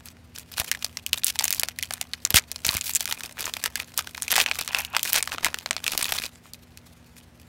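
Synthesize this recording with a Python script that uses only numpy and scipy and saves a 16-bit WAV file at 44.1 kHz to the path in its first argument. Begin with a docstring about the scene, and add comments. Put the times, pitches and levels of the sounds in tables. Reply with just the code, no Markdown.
"""Opening a foil card pack

Hands squeeze a foil pack close to a microphone, run a nail over its crimp, tear it and slide the cards.
Stiff film buckles in single snaps over swarms of tiny creases, each a short coloured click; the nail and
the tears are fast runs of clicks. Skin rubs as a soft hiss, air puffs as a damped swing, and card edges
scrape as ringing noise. A small, dead room adds a weak echo, with a fan's low rush and a hum behind."""
import sys
import numpy as np
from scipy import signal
from scipy.fft import rfft, irfft, next_fast_len
from scipy.io import wavfile
from scipy.ndimage import uniform_filter1d, map_coordinates

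SR = 44100
rng = np.random.default_rng(int(sys.argv[2]) if len(sys.argv) > 2 else 0)


def int16_out(signal):
    """Quantize to a 16-bit WAV file."""
    q = np.round(np.clip(np.atleast_2d(signal).T, -1, 1) * 32767)
    wavfile.write(sys.argv[1], SR, q.astype(np.int16))


N = 329850
TIME = np.arange(N) / SR  # seconds

# Background air. Each row: frequency in Hz, relative strength in dB per Hz.
AIR_SPECTRUM = [(20, -41), (40, -25.5), (62, -2.5), (85, 2.5), (115, -12), (200, -14), (270, -12),
                (360, -18), (700, -20), (1200, -25.5), (2000, -25), (5000, -35), (10000, -40.5),
                (15500, -48.5)]
# Steady hum. Each row: frequency in Hz, rms level in dB.
HUM_TONES = [(84, -60.5), (120, -63), (166, -62.5), (240, -60)]
# Steady strain of holding the pack. Each row: time in seconds, flexing in dB.
GRIP = [(0, -63), (.25, -73), (.5, -63.5), (.75, -51), (1.03, -61), (1.33, -47), (1.55, -47.5), (1.75, -58),
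        (2.5, -61), (2.8, -43), (3.25, -48), (3.53, -56), (4.1, -50), (4.72, -44), (4.9, -59), (5.05, -44),
        (5.3, -45), (5.55, -53.5), (6.1, -48), (6.29, -68), (7.47, -71)]
# Fingers squeeze or pull the film. Each row: start in seconds, hold in seconds, flexing in dB.
SQUEEZES = [(0.061, .01, -42), (0.354, .05, -46), (0.523, .008, -41), (0.58, .03, -29), (.64, .055, -41),
            (0.826, .03, -42), (1.136, .045, -36), (1.40, .065, -37), (1.53, .05, -39), (1.925, .02, -40.5),
            (2.65, .125, -31), (2.843, .055, -33), (2.998, .025, -35), (3.08, .05, -35), (3.202, .07, -40),
            (3.386, .1, -36), (3.565, .02, -38.5), (3.635, .018, -28), (3.775, .04, -40),
            (3.977, .018, -33), (4.137, .06, -44), (4.311, .035, -29), (4.36, .055, -26),
            (4.548, .006, -35), (4.586, .02, -31), (4.765, .035, -30), (5.055, .05, -30),
            (5.135, .058, -28), (5.331, .015, -35), (5.441, .025, -30), (5.91, .03, -31), (5.99, .19, -33),
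            (6.188, .07, -36), (6.449, .035, -56), (7.166, .03, -56), (7.388, .03, -59)]
# Every finger move and every scrape builds up and relaxes at the same pace.
BUILD_DB_PER_S, RELAX_DB_PER_S = 900, 600.5
# The film goes on creasing after a snap: level against the snap, upper limit, speed of fading.
SETTLE_DB, SETTLE_MOST_DB, SETTLE_DB_PER_S = -20, -39, 431
# Colour of a tiny crease. Each row: frequency in Hz, relative strength in dB per Hz.
CREASE_SPECTRUM = [(100, -8), (350, -7), (700, -4.5), (1400, -3), (2600, -1.5), (4500, 0.5), (7000, -2.5),
                   (10500, -4), (13500, -4.5), (16000, -8.5)]
# Tight creases are bright, loose film is dull. Each row: time in seconds, brightness in dB per octave.
TAUTNESS = [(.6, 0.5), (1.3, 2), (2.4, -3), (2.9, 4), (3.2, -1), (3.9, -0.5), (4.55, 0), (4.95, 1.5),
            (5.08, 2.5), (5.5, -4), (6.1, 0)]
# Colour of a flipping facet. 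Each row: frequency in Hz, relative strength in dB per Hz.
FACET_SPECTRUM = [(100, -27.5), (350, -29.5), (650, -10.5), (1150, -7.5), (1700, 0), (2600, 2.5),
                  (4500, 3.5), (8000, 1.5), (11000, -2), (15500, -4.5)]
# Air resonances of the hollow pack. Each row: frequency in Hz, width in Hz, gain in dB.
POUCH_MODES = [(1100, 1000, -6.5), (2470, 140, 1.5)]
# How strongly the hollow pack colours the rustle. Each row: time in seconds, strength, about 0.8 to 1.
POUCH_STRENGTH = [(4.3, 1), (4.48, 0.8), (4.95, 0.9), (5.8, 1)]
# Loud buckles. Each row: start in seconds, rms level in dB over 5 ms,
# centre of the colour boost in Hz (low for dull snaps, high for bright ones), brightness in dB per octave.
SNAPS = [(.385, -31.5, 1002, 3), (0.5804, -27.5, 3620, 3.5), (0.5995, -18.5, 685, 1.5),
         (0.7152, -16, 2000, 0.5), (0.7489, -29, 1920, -3.5), (.846, -20, 4980, 1),
         (0.9712, -25.5, 5300, -4.5), (1.0642, -22, 2800, 3.5), (1.1312, -13.5, 3040, 1),
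         (1.2353, -25.5, 3800, -2.5), (1.2444, -12.5, 9200, 8.5), (1.357, -30.5, 860, -3.5),
         (1.39, -17.5, 3850, 1), (1.3953, -19, 5430, -4.5), (1.408, -26, 850, -5), (1.424, -29.5, 800, -3),
         (1.4419, -12.5, 6840, 10.5), (1.4538, -21.5, 690, 1), (1.4802, -21, 5840, -2),
         (1.506, -19, 13300, 1), (1.5271, -15.5, 704, 3.5), (1.547, -24.5, 714, 7), (1.5971, -14.5, 700, 6),
         (1.6335, -17.5, 11400, -5), (1.686, -24.5, 670, -.5), (1.788, -25, 1970, 2),
         (1.8269, -21.5, 2050, 2), (1.834, -26, 3130, 1), (1.908, -25.5, 785, -4),
         (1.937, -24.5, 10100, -1.5), (2.0129, -21, 756, 0.5), (2.1348, -24, 4000, -3),
         (2.251, -14.5, 6600, -0.5), (2.305, -18.5, 12800, -1), (2.3417, -24, 3000, -0.5),
         (2.344, -13, 12900, -5), (2.36, -7, 2780, 4), (2.368, -14, 3470, 0.5), (2.3844, -17, 2330, 0.5),
         (2.516, -25, 704, 1.5), (2.56, -29, 4600, -3), (2.6511, -19.5, 6350, -4.5),
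         (2.6657, -16.5, 701, 4.5), (2.6907, -14.5, 3950, -5.5), (2.7497, -26, 12300, -3.5),
         (2.7696, -22, 700, 2), (2.8114, -23.5, 7440, -2), (2.936, -27, 7270, 5.5),
         (2.9505, -17, 7500, 6.5), (2.9572, -15.5, 7300, 4.5), (2.964, -18, 7160, 5.5),
         (3.007, -21.5, 650, 1.5), (3.0253, -32.5, 14000, 0), (3.056, -23, 1500, 2.5),
         (3.1113, -26, 3200, 2), (3.1249, -20.5, 885, -1), (3.207, -31.5, 1660, -1.5),
         (3.407, -26, 12000, -1.5), (3.4561, -24.5, 6440, 6), (3.5379, -24, 3810, 2),
         (3.659, -20, 12400, -5.5), (3.7564, -21, 1650, 0.5), (3.8, -24, 2420, -2), (3.9768, -16, 696, 6.5),
         (3.9908, -20, 1250, 0.5), (4.0726, -31, 1550, -2.5), (4.222, -22, 9300, -1),
         (4.2303, -27, 6700, 4.5), (4.2806, -24, 2350, -1), (4.3061, -23.5, 3450, -2.5),
         (4.3166, -15.5, 12800, -0.5), (4.3235, -19, 12500, -3), (4.3393, -22, 3000, -5),
         (4.3571, -18, 2050, 0.5), (4.4015, -15.5, 2480, 1), (4.4135, -18.5, 2780, 2),
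         (4.4617, -18, 2570, -6), (4.5134, -17.5, 2500, -5.5), (4.611, -24.5, 4300, 4),
         (4.6775, -25, 1120, -0.5), (4.7471, -15, 2700, -5.5), (4.849, -26, 2700, 1),
         (4.949, -23, 2730, -6.5), (4.9662, -14, 960, -4), (4.9943, -25.5, 3000, -1),
         (5.0308, -14, 2900, 8), (5.131, -12, 12900, 2.5), (5.1605, -16.5, 710, 0),
         (5.2267, -19, 8360, -1.5), (5.2753, -25, 1190, -3), (5.319, -26.5, 2640, -4.5),
         (5.3826, -26, 1251, -8), (5.446, -14.5, 2150, -0.5), (5.4578, -22, 1730, -1),
         (5.466, -21, 1070, -8.5), (5.5436, -22.5, 1450, -3), (5.587, -29.5, 2580, 0.5),
         (5.6605, -24, 4320, -7), (5.7094, -17, 8100, -6), (5.7655, -24, 4460, -6.5),
         (5.8417, -25.5, 3450, 1.5), (5.8653, -20.5, 2600, -2), (5.879, -18, 2550, -0.5),
         (5.934, -29.5, 2800, -3), (5.977, -16, 700, 2.5), (6.013, -24.5, 1800, 0.5),
         (6.0282, -20, 9000, 0.5), (6.0435, -23, 3610, 2), (6.1221, -19, 12500, -6),
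         (6.186, -22, 4000, -3.5), (6.238, -29, 4000, -1.5), (6.263, -30.5, 4200, 2.5),
         (6.3567, -47.5, 7250, -5), (6.5352, -32.5, 4520, 7.5), (6.774, -38.5, 2500, 1)]
# Pushes of air from the pack. Each row: start in seconds, level in dB.
PUFFS = [(0.599, -32.5), (2.3435, -19.5), (2.665, -36), (2.69, -32.5), (2.751, -30.5)]
# Fast runs of clicks: a nail drawn over the crimp ribs, or film tearing. Each row: start in seconds,
# length in seconds, clicks per second, starting level in dB, starting centre of the colour boost in Hz,
# average brightness in dB per octave.
CLICK_RUNS = [(1.267, 0.042, 430, -28, 3500, 1), (2.352, 0.0067, 1200, -18.5, 4000, 1),
              (2.3577, 0.031, 1270, -16.5, 2500, -2), (2.858, 0.057, 440, -32, 6000, 5.5),
              (4.362, 0.058, 340, -24.5, 2820, -4.5), (5.143, 0.048, 480, -26, 2900, -4.5)]
# Cards scrape inside the pack. Each row: start in seconds, hold in seconds, rms level in dB.
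SCRAPES = [(4.475, 0.01, -34), (4.594, 0.009, -39), (4.695, 0.15, -42.5), (4.76, 0.039, -34.5),
           (4.877, .07, -46), (4.944, 0.0068, -29.5), (5.46, 0.018, -42)]
# What a scrape rings with. Each row: frequency in Hz, width in Hz, relative strength in dB.
SCRAPE_MODES = [(940, 610, -4), (1394, 500, -6), (2580, 630, -1.5)]
# Decay of the room. Each row: frequency in Hz, seconds to fade by 60 dB.
ROOM_DECAY = [(200, 0.44), (2500, 0.11), (14000, 0.032)]
TOP_HZ = 15900  # the microphone's upper limit


def amp(db):
    """Turn dB into a plain multiplier."""
    return 10 ** (np.asarray(db) / 20)


def unit(x):
    """Scale each row to rms 1."""
    return x / np.sqrt(np.mean(x ** 2, axis=-1, keepdims=True) + 1e-20)


def along(points, hz):
    """Read (Hz, value) points on a log frequency axis."""
    f, v = np.transpose(points)
    return np.interp(np.log(hz + 1), np.log(f), v)


def curve(rows, s):
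    """Read (seconds, value) rows at the times s."""
    return np.interp(s, *np.transpose(rows))


def wobble(rate):
    """A smooth random curve with this many random points a second."""
    knots = rng.standard_normal(int(N * rate / SR) + 4)
    return map_coordinates(knots, [TIME * rate])


def filtered(x, response):
    """Multiply the spectrum of x by a function of frequency."""
    m = next_fast_len(N + SR // 2)
    return irfft(rfft(x, m) * response(np.fft.rfftfreq(m, 1 / SR)), m)[:N]


def resonances(x, modes):
    """Pass x through a set of (Hz, width Hz, dB) resonances, side by side."""
    def response(f):
        return sum(amp(db) * 1j * f * width / (centre * centre - f * f + 1j * f * width)
                   for centre, width, db in modes)
    return filtered(x, response)


def causal(gain_db):
    """Minimum-phase responses with these gains: a sharp start, then ringing."""
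    cepstrum = irfft(np.log(amp(gain_db)))
    half = cepstrum.shape[-1] // 2
    cepstrum[:, 1:half] *= 2
    cepstrum[:, half + 1:] = 0
    return np.exp(rfft(cepstrum))


def placed(times, waves):
    """Add up short waves, one row each, starting at the given times in seconds."""
    first = np.round(np.maximum(times, 0) * SR).astype(int)
    index = first[:, None] + np.arange(waves.shape[1])
    return np.bincount(index.ravel(), waves.ravel(), N)[:N]


def stroke(start, hold, db):
    """The level in dB of one move: it builds up, holds and relaxes."""
    before = BUILD_DB_PER_S * (start - TIME)
    after = RELAX_DB_PER_S * (TIME - start - hold)
    return db - np.maximum(np.maximum(before, after), 0)


def buckles(spectrum, boost_hz, tilt, boost_db, boost_octaves, flutter_db, flutter_t60, size=512, lag_s=.0005):
    """Clicks of energy 1: a facet flips and bending waves flutter over the film, the low ones lagging."""
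    t, hz = np.arange(size) / SR, np.fft.rfftfreq(size, 1 / SR)
    # one sharp push, then fading noise for the flutter
    push = rng.standard_normal((len(tilt), size)) * amp(flutter_db - 60 * t / flutter_t60)
    push[:, 0] = 1
    octaves_away = np.log2((hz + 1) / boost_hz[:, None])
    boost = boost_db / (1 + (octaves_away / boost_octaves) ** 2)
    brightness = tilt[:, None] * np.log2(np.maximum(hz, 500))
    colour = along(spectrum, hz) + boost + brightness
    lag = np.exp(-4j * np.pi * lag_s * np.sqrt(1000 * hz))  # delay is lag_s at 1000 Hz, longer below
    return unit(irfft(rfft(push) * causal(colour) * lag)) / np.sqrt(size)


def background():
    """A fan's low rush is shaped noise; the hum is a few tones with slightly unsteady phase."""
    rush = unit(filtered(rng.standard_normal(N), lambda hz: amp(along(AIR_SPECTRUM, hz))))
    hum = np.zeros(N)
    for hz, db in HUM_TONES:
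        phase = 2 * np.pi * hz * TIME + 0.26 * wobble(5.4)
        hum += amp(db) * np.sqrt(2) * np.sin(phase)
    return amp(-53.5) * rush + hum


def flexing():
    """How hard the film is worked, in dB: the strongest of grip, squeezes and settling after snaps."""
    flex_db = curve(GRIP, TIME)
    for row in SQUEEZES:
        flex_db = np.maximum(flex_db, stroke(*row))
    t = TIME[:SR // 8]
    for start, db, *_ in SNAPS:
        after = slice(int(start * SR), int(start * SR) + len(t))
        settling = min(db + SETTLE_DB, SETTLE_MOST_DB) - SETTLE_DB_PER_S * t
        flex_db[after] = np.maximum(flex_db[after], settling)
    return flex_db


def rubbing(flex_db, patchy_db=3.0, level_db=-55, grows=0.55, unsteady_db=5.5):
    """Skin and cards slide on the film: a soft hiss of shifting colour, louder with harder flexing."""
    z = signal.stft(rng.standard_normal(N), nperseg=512)[2]
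    # random patches, smoothed over frequency and then over time
    field = uniform_filter1d(rng.standard_normal(z.shape), size=7, axis=0)
    field = uniform_filter1d(field, size=12, axis=1)
    patchy = signal.istft(z * amp(patchy_db * field / field.std()), nperseg=512)[1][:N]
    hiss = unit(filtered(patchy, lambda hz: amp(along(CREASE_SPECTRUM, hz))))
    return hiss * amp(level_db + grows * (flex_db + 46) + unsteady_db * wobble(60))


def crinkle(flex_db, scatter_db=11, denser_db=38, count=1900):
    """Swarms of tiny creases: harder flexing makes them both louder and denser."""
    chance = np.cumsum(10 ** (flex_db / denser_db))
    s = np.interp(rng.random(count), chance / chance[-1], TIME)
    strength = amp(scatter_db * rng.standard_normal(count))
    boost_hz = 3200 * np.exp(0.877 * rng.standard_normal(count))
    tilt = curve(TAUTNESS, s) + 1.6 * rng.standard_normal(count)
    clicks = buckles(CREASE_SPECTRUM, boost_hz, tilt, boost_db=10, boost_octaves=0.14,
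                     flutter_db=-14.5, flutter_t60=0.016)
    # neighbouring creases share the energy that the fingers put in
    shared = np.abs(uniform_filter1d(placed(s, strength[:, None] ** 2), size=1400))
    strength = strength / np.sqrt(np.interp(s, TIME, shared) + 0.0013)
    level = strength * amp(np.interp(s, TIME, flex_db))
    return placed(s, clicks * level[:, None])


def stray_snaps(flex_db, over_db=7, scatter_db=5.5, denser_db=70, ceiling_db=-32, count=150):
    """Lesser buckles come by chance, more often and louder where the film is worked harder."""
    chance = np.cumsum(10 ** (flex_db / denser_db))
    draws = (np.arange(count) + rng.random(count)) / count
    s = np.interp(draws, chance / chance[-1], TIME)
    size, pitch, colour = rng.standard_normal((count, 3)).T
    db = np.minimum(np.interp(s, TIME, flex_db) + over_db + scatter_db * size, ceiling_db)
    boost_hz = 3000 * np.exp(.7 * pitch)
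    tilt = curve(TAUTNESS, s) - 1.5 + 3.0 * colour
    clicks = buckles(FACET_SPECTRUM, boost_hz, tilt, boost_db=13, boost_octaves=0.74,
                     flutter_db=-20.0, flutter_t60=0.015)
    span = np.sqrt(.005 * SR)  # turns energy 1 into rms 1 over 5 ms
    return placed(s, clicks * span * amp(db)[:, None])


def pouch(x):
    """The hollow pack colours the rustle with its air resonances, at a slowly changing strength."""
    return x + curve(POUCH_STRENGTH, TIME) * resonances(x, POUCH_MODES)


def snaps(follow_db=-21, follow_most_db=-36, follow_s=0.0093, count=2):
    """Loud single buckles; each shifts the stress and sets off a few small ones just after it."""
    s, db, boost_hz, tilt = np.transpose(SNAPS)
    span = np.sqrt(.005 * SR)  # turns energy 1 into rms 1 over 5 ms
    clicks = buckles(FACET_SPECTRUM, boost_hz, tilt, boost_db=13, boost_octaves=0.28,
                     flutter_db=-18.5, flutter_t60=0.013)
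    out = placed(s, clicks * span * amp(db)[:, None])
    for _ in range(count):
        chance = rng.standard_normal((len(s), 3))
        s = s + follow_s * np.exp(.5 * chance[:, 0])
        small_boost_hz = 3200 * np.exp(.5 * chance[:, 1])
        clicks = buckles(FACET_SPECTRUM, small_boost_hz, tilt / 2 - 1.5, boost_db=8.5, boost_octaves=0.24,
                         flutter_db=-13.5, flutter_t60=0.0057)
        small_db = np.minimum(db + follow_db, follow_most_db) + 2.4 * chance[:, 2]
        out += placed(s, clicks * span * amp(small_db)[:, None])
    return out


def puffs(swing_hz=68, t60=0.062, slap_db=5, slap_t60=0.0092):
    """The pack pops wide: a short suck of air together with a slow, quickly damped swing."""
    s, db = np.transpose(PUFFS)
    t = np.arange(SR // 8) / SR
    swing = np.sin(2 * np.pi * swing_hz * t) * amp(-60 * t / t60)
    slap = 4 * (1 - np.exp(-t / 0.00079)) * amp(slap_db - 60 * t / slap_t60)
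    return placed(s, amp(db)[:, None] * (2.6 * swing - slap))


def click_runs(uneven=0.15, scatter_db=5.0):
    """A nail drawn over crimp ribs, or film tearing: a fast run of clicks that grows duller and softer."""
    out = np.zeros(N)
    for start, length, rate, db, hz, tilt in CLICK_RUNS:
        count = max(int(length * rate), 2)
        chance = rng.standard_normal((count, 3))
        u = np.arange(count) / count  # progress along the run, from 0 towards 1
        s = start + length * u + uneven * chance[:, 0] / rate
        boost_hz = hz * np.exp(0.14 * chance[:, 1] - u / 2)
        clicks = buckles(FACET_SPECTRUM, boost_hz, tilt + 2 - 4 * u, boost_db=0.5, boost_octaves=0.49,
                         flutter_db=-19.0, flutter_t60=0.0067)
        # sqrt(SR / rate) turns click energy into the rms of the whole run
        size = amp(db + scatter_db * chance[:, 2] - 4.7 * u ** 2) * np.sqrt(SR / rate)
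        out += placed(s, clicks * size[:, None])
    return out


def scrapes(grain_db=4, drift_db=3):
    """Card edges stick and slip on foil: uneven noise through steep resonances that drift in strength."""
    slips = rng.standard_normal(N) * amp(grain_db * wobble(700))
    ring = np.zeros(N)
    for hz, width, db in SCRAPE_MODES:
        # the same resonance twice makes its sides steep
        once = resonances(slips, [(hz, width, 0)])
        twice = resonances(once, [(hz, width, db)])
        ring += twice * amp(drift_db * wobble(15))
    level_db = np.max([stroke(*row) for row in SCRAPES], axis=0)
    return unit(ring) * amp(level_db)


def room(x):
    """The small room's answer: x smeared by fading noise whose treble dies away first."""
    hz, t, z = signal.stft(rng.standard_normal(SR // 3), SR, nperseg=256)
    fade = amp(-60 * t / along(ROOM_DECAY, hz)[:, None])
    tail = signal.istft(z * fade, SR, nperseg=256)[1]
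    return signal.fftconvolve(x, tail / np.linalg.norm(tail))[:N]


def scene():
    """Foil and cards, close by in a small room."""
    behind = background()
    flex_db = flexing()
    rustle = rubbing(flex_db) + crinkle(flex_db) + stray_snaps(flex_db)
    foil = pouch(rustle) + snaps() + click_runs() + scrapes()
    return (foil + amp(-23) * room(foil) + puffs() + behind)[None]


def record(dry):
    """The microphone clips near full scale, then a steep filter removes what lies above its limit."""
    clipped = np.clip(dry[0], -.92, .92)
    return filtered(clipped, lambda hz: 1 / (1 + (hz / TOP_HZ) ** 160))[None]


dry = scene()
out = record(dry)
int16_out(out)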